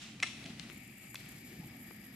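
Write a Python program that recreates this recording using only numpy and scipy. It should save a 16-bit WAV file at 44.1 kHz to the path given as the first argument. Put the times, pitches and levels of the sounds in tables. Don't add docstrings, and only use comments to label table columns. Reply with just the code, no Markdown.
import sys
import numpy as np
from scipy import signal
from scipy.fft import rfft, irfft, next_fast_len
from scipy.io import wavfile

SR = 44100
rng = np.random.default_rng(int(sys.argv[2]) if len(sys.argv) > 2 else 0)


def to_wav(sig):
    pcm = np.clip(np.atleast_2d(sig), -1, 1) * 32767
    pcm = np.round(pcm).astype(np.int16)
    wavfile.write(sys.argv[1], SR, pcm.T)


N = 94815
T = np.arange(N) / SR
HIT_T = T[:4096]
TYRE_PAN_DB = 2.5


def from_db(db):
    return 10 ** (np.asarray(db) / 20)


def rms_one(x):
    return x / np.sqrt(np.mean(x ** 2) + 1e-20)


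def pan(db):
    return from_db(np.array([[db], [-db]]) / 2)


def level(rows):
    return from_db(np.interp(T, *np.transpose(rows)))


def at_hz(points, hz):
    freqs, values = np.transpose(points)
    return np.interp(np.log(hz + 1), np.log(freqs), values)


def drift(rate_hz):
    r = np.exp(-2 * np.pi * rate_hz / SR)
    return rms_one(signal.lfilter([1], [1, -2 * r, r * r], rng.standard_normal(2 * N))[N:])


def band(x, low, high, order=2):
    sos = signal.butter(order, [low, high], "band", fs=SR, output="sos")
    return rms_one(signal.sosfilt(sos, x + 1e-18))


def ring(x, hz, t60):
    r = from_db(-60 / (t60 * SR))
    w = 2 * np.pi * hz / SR
    return rms_one(signal.lfilter([1, 0, -1], [1, -2 * r * np.cos(w), r * r], x + 1e-18))


def modes(x, table):
    return rms_one(sum(from_db(db) * ring(x, hz, t60) for hz, db, t60 in table))


def stereo(mid, side, coherence):
    return np.sqrt(1 + coherence) * mid + np.sqrt(1 - coherence) * side * [[1], [-1]]


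def outdoor_noise(spectrum):
    # frequency in Hz, coherence.
    likeness = [(100, 0.99), (240, 1), (480, 0.88), (950, 0.79), (1900, 0.44), (3800, 0.41), (7500, 0),
                (15000, 0.21)]
    size = next_fast_len(N)
    hz = np.arange(size // 2 + 1) * SR / size
    mid, side = rfft(rng.standard_normal((2, size)))
    pair = stereo(mid, side, at_hz(likeness, hz))
    return rms_one(irfft(pair * from_db(at_hz(spectrum, hz)), size)[:, :N])


def contact(length_s):
    rise, hold = .3, .75
    progress = HIT_T / length_s
    swell = np.sin(np.pi / 2 * np.minimum(progress / rise, 1))
    shape = swell * np.minimum(1, from_db(-24 * (progress - hold)))
    impacts = rng.standard_normal(len(HIT_T)) * from_db(3 * rng.standard_normal(len(HIT_T)))
    grit = rfft(shape * impacts)
    whitened = irfft(grit / (np.abs(grit) + 1e-12))
    return whitened * np.sqrt(shape)


def place(out, start_s, hit, db, pan_db):
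    start = int(start_s * SR)
    sound = from_db(db) * hit * np.sqrt(.01 * SR / np.sum(hit ** 2))
    out[:, start:start + len(hit)] += pan(pan_db) * sound[:N - start]


def wheels():
    # time in seconds, relative level in dB.
    rumble_level = [(0, -56.5), (.18, -54.5), (.33, -54), (.4, -51), (.51, -49), (.56, -50), (.72, -51.5),
                    (.85, -57), (.91, -54), (.97, -59), (1.08, -57), (1.2, -53), (1.4, -53.5), (1.57, -54),
                    (1.6, -49.5), (1.64, -51), (1.85, -53), (2.15, -55)]
    roar_level = [(0.0, -69.5), (0.47, -70.5), (0.65, -69), (0.81, -72.5), (1.0, -76), (1.71, -69),
                  (2.15, -73)]
    hiss_level = [(0, -71), (.18, -60.5), (.36, -54.5), (.48, -55), (.64, -54), (.8, -60.5), (1.1, -65),
                  (1.22, -58), (1.45, -60), (1.62, -59), (1.8, -63), (2.15, -60.5)]
    # frequency in Hz, relative level in dB.
    rumble_colour = [(20, -58), (40, -16), (62, -8.5), (90, -11.5), (125, 1.5), (160, -4), (215, 2),
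                     (270, -3), (340, -8.5), (430, -21.5), (600, -26), (1200, -78)]
    roar_colour = [(30, -26), (200, -1.5), (400, -9), (560, -6.5), (700, 3), (820, 0), (1000, -13.5),
                   (1300, -3), (1600, -51), (3000, -36)]
    hiss_colour = [(30, -25), (300, -0.5), (1000, -4), (1300, -0.5), (1550, -0.5), (2000, 7.5), (3200, 2),
                   (4300, -2), (7500, -7), (11000, -9), (16000, -24)]
    rumble = level(rumble_level) * outdoor_noise(rumble_colour)
    roar = from_db(1.5) * level(roar_level) * outdoor_noise(roar_colour)
    hiss = level(hiss_level) * outdoor_noise(hiss_colour)
    flicker = from_db(1.5 * drift(rate_hz=12))
    return rumble + (roar + hiss) * flicker * pan(TYRE_PAN_DB)


def opening_wash():
    # frequency in Hz, relative level in dB.
    colour = [(600, -15), (1500, -7), (2700, 1.5), (4500, -5), (7500, -8.5), (11000, -21.5), (16000, -38)]
    peak_db, peak_s, t60_s = -48, 0.026, 0.76
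    rise = (T / peak_s + 1) / 2
    decay = from_db(-60 * (T - peak_s) / t60_s)
    return from_db(peak_db) * np.minimum(rise, decay) * outdoor_noise(colour)


def poles():
    # start in seconds, level in dB, contact in seconds, crack centre in Hz,
    # tip pitch in Hz, tip ring in dB against the crack, its second and third modes in dB against
    # the first, shaft ring in dB against the crack, pan in dB, echo send in dB.
    plants = [(0.2003, -46, 0.0039, 3950, 2450, 12, -19, -15, -24, 3, -25),
              (0.2248, -26, 0.011, 2410, 2620, -23, 0, -14, 26.5, 2.5, 4.5),
              (.4400, -50.5, 0.0032, 3000, 2620, 6, 5, -16, -25, -1, -2),
              (0.4536, -50, 0.0081, 2660, 2720, -2.5, -21, -19, -12, -2, 0),
              (.460, -50, 0.0032, 3120, 2700, -14, -4, -14, -2, 0, 13),
              (0.5954, -48.5, 0.0026, 3270, 3130, -14, -9, -7, -5, 16, 8),
              (1.1539, -43.5, 0.0046, 3500, 2580, 13, -0.5, -8.5, 2, 1, 3)]
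    # frequency in Hz, relative level in dB, t60 in seconds.
    shaft_modes = [(772, -14.5, 0.04), (1240, -17, 0.085), (1342, -7, 0.04), (1786, -5, 0.079),
                   (2118, 7, 0.021), (2410, -2.5, 0.018), (2580, -4.5, 0.022), (2980, -38, 0.061),
                   (3330, -9.5, 0.043), (3900, -11, 0.034), (5300, -12, 0.03), (5420, -10, 0.018),
                   (5600, -19, 0.013), (6650, -27, 0.035), (6930, -20, 0.045), (7600, -23, 0.034)]
    crack_spread, tip_t60_s, ring_send_db = 1.505, 0.012, -20.5
    soften = signal.butter(4, 9800, fs=SR, output="sos")
    direct, send = np.zeros((2, 2, N))
    for (start_s, db, contact_s, crack_hz, tip_hz, tip_db,
         second_db, third_db, shaft_db, pan_db, send_db) in plants:
        skid = signal.sosfilt(soften, contact(contact_s))
        shaft = from_db(shaft_db) * modes(skid, shaft_modes)
        tip_modes = [(tip_hz * ratio, mode_db, tip_t60_s)
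                     for ratio, mode_db in [(1, 0), (1.3, second_db), (1.57, third_db)]]
        tip = from_db(tip_db) * modes(skid, tip_modes)
        snap = from_db(-13) * band(skid, 4300, 8600)
        crack = band(skid, crack_hz / crack_spread, crack_hz * crack_spread) + snap
        place(direct, start_s, crack + tip + shaft, db, pan_db)
        place(send, start_s, crack + from_db(ring_send_db) * (tip + shaft), db + send_db, pan_db=0)
    return direct + signal.fftconvolve(send, wood(), axes=1)[:, :N]


def wood():
    # frequency in Hz, relative level in dB.
    colour = [(300, -6), (1000, -3), (1800, -15), (2600, -2), (3500, -1.5), (4800, 2.5), (7500, 0.5),
              (11000, -2), (16000, -33)]
    delay_s, t60_s, scatter_db = 0.041, 0.74, 0.5
    trunk_db, trunk_width_s = 4.5, 0.0053
    shape = from_db(np.where(T < delay_s, scatter_db, -60 * (T - delay_s) / t60_s))
    nearest_trunks = from_db(trunk_db * np.exp(-((T - delay_s) / trunk_width_s) ** 2))
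    wash = rms_one(outdoor_noise(colour) * shape * nearest_trunks) / np.sqrt(N)
    return from_db(-12) * pan(3) * wash


def clacks():
    # start in seconds, level in dB, contact in seconds, knock centre in Hz,
    # snap and thud in dB against the knock, pan in dB.
    knocks = [(.2395, -54, 0.0025, 516, -34, -3, 1), (.6990, -52, .0016, 1770, -34, -5, 10),
              (1.1432, -47, 0.004, 1150, -0.5, -14, 2), (1.907, -54.5, 0.0075, 1050, -34, 4.5, 9.5)]
    spread = 1.85
    out = np.zeros((2, N))
    for start_s, db, contact_s, hz, snap_db, thud_db, pan_db in knocks:
        skid = contact(contact_s)
        knock = band(skid, hz / spread, hz * spread)
        snap = from_db(snap_db) * band(skid, 6500, 13000, order=3)
        thud = from_db(thud_db) * ring(skid, hz=344, t60=0.021)
        place(out, start_s, knock + snap + thud, db, pan_db)
    return out


def landings():
    # start in seconds, level in dB, pitch in Hz.
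    bumps = [(.455, -46, 179), (.501, -42.5, 190), (1.597, -44.5, 173)]
    push_s = 0.0035
    push = np.sin(np.pi * np.minimum(HIT_T / push_s, 1)) ** 2
    out = np.zeros((2, N))
    for start_s, db, hz in bumps:
        place(out, start_s, ring(push, hz, t60=0.049), db, pan_db=0)
    return out


def scrubs():
    # peak time in seconds, length in seconds, centre in Hz, width in Hz, peak level in dB.
    scrapes = [(0.466, 0.05, 660, 180, -59), (1.533, 0.15, 342, 134, -61), (1.63, 0.04, 803, 88, -59),
               (1.7, .3, 3000, 150, -75.5), (1.5, 0.38, 4800, 3000, -66)]
    out = 0
    for peak_s, length_s, hz, width, db in scrapes:
        rub = band(rng.standard_normal(N), hz - width / 2, hz + width / 2)
        swell = np.exp(-(2 * (T - peak_s) / length_s) ** 2)
        out = out + from_db(db) * rub * swell
    return out * pan(TYRE_PAN_DB)


def zoom_motor():
    # centre in Hz, width in Hz, final left and right levels in dB,
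    # depth of the step pulsing from 0 to 1, growth in dB per second.
    resonances = [(1844, 256, -59, -88, 0.7, 4), (2272, 233, -59, -82, 1, -2),
                  (2614, 360, -78, -80.5, 0.8, -11), (3310, 200, -88, -76, 0.7, 10),
                  (4900, 320, -66.5, -103, 0.1, 4), (7360, 1000, -66, -78, 0, -3),
                  (9100, 900, -70.5, -70.5, 0, -2), (10540, 980, -82, -73.5, 0, -5.5),
                  (11620, 640, -63.5, -56, 0.07, 8), (12100, 400, -68.5, -67.5, 0, -2.5),
                  (12900, 800, -82, -76, 0.2, 2), (14200, 1600, -70, -74, 0.4, 8)]
    # time in seconds, relative level in dB.
    chatter_level = [(.7, 0.5), (.82, -0.5), (1.06, 1.5), (1.27, 3.5), (1.43, 2.5), (1.66, 0.5), (1.78, 1),
                     (1.87, 0), (2.15, -2)]
    start_s, rise_s = 0.676, 0.034
    step_hz, gear_hz, speed_wander, chatter_above_hz = 224.5, 76.5, 0.0124, 6000
    motor_time = np.cumsum(1 + speed_wander * drift(rate_hz=4.84)) / SR
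    steps = np.cos(2 * np.pi * step_hz * motor_time)
    flutter_db = 2.3 * drift(rate_hz=39.5)
    gears_db = flutter_db - 0.5 * np.sin(2 * np.pi * gear_hz * motor_time)
    chatter = level(chatter_level) * rms_one(from_db(gears_db + 2 * drift(rate_hz=90.5)))
    out = 0
    for hz, width, left_db, right_db, depth, growth_db_per_s in resonances:
        mid, side = rng.standard_normal((2, N))
        if hz > chatter_above_hz:
            rasp = stereo(mid, side, coherence=-0.31) * chatter
        else:
            rasp = stereo(mid, side, coherence=0.54)
        pulsing = (1 + depth * steps) ** 2
        gain = from_db([[left_db], [right_db]]) * from_db(growth_db_per_s * (T - T[-1]))
        out = out + gain * band(rasp * pulsing, hz - width / 2, hz + width / 2)
    return out * np.clip((T - start_s) / rise_s, 0, 1)


def scene():
    right_lead_s = .00005
    left, right = wheels() + scrubs()
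    rolling = np.array([np.interp(T - right_lead_s, T, left), right])
    return rolling + poles() + opening_wash() + clacks() + landings() + zoom_motor()


def record(dry):
    cutoff_hz = 15900
    return signal.sosfilt(signal.ellip(10, .1, 70, cutoff_hz, fs=SR, output="sos"), dry)


dry = scene()
out = record(dry)
to_wav(out)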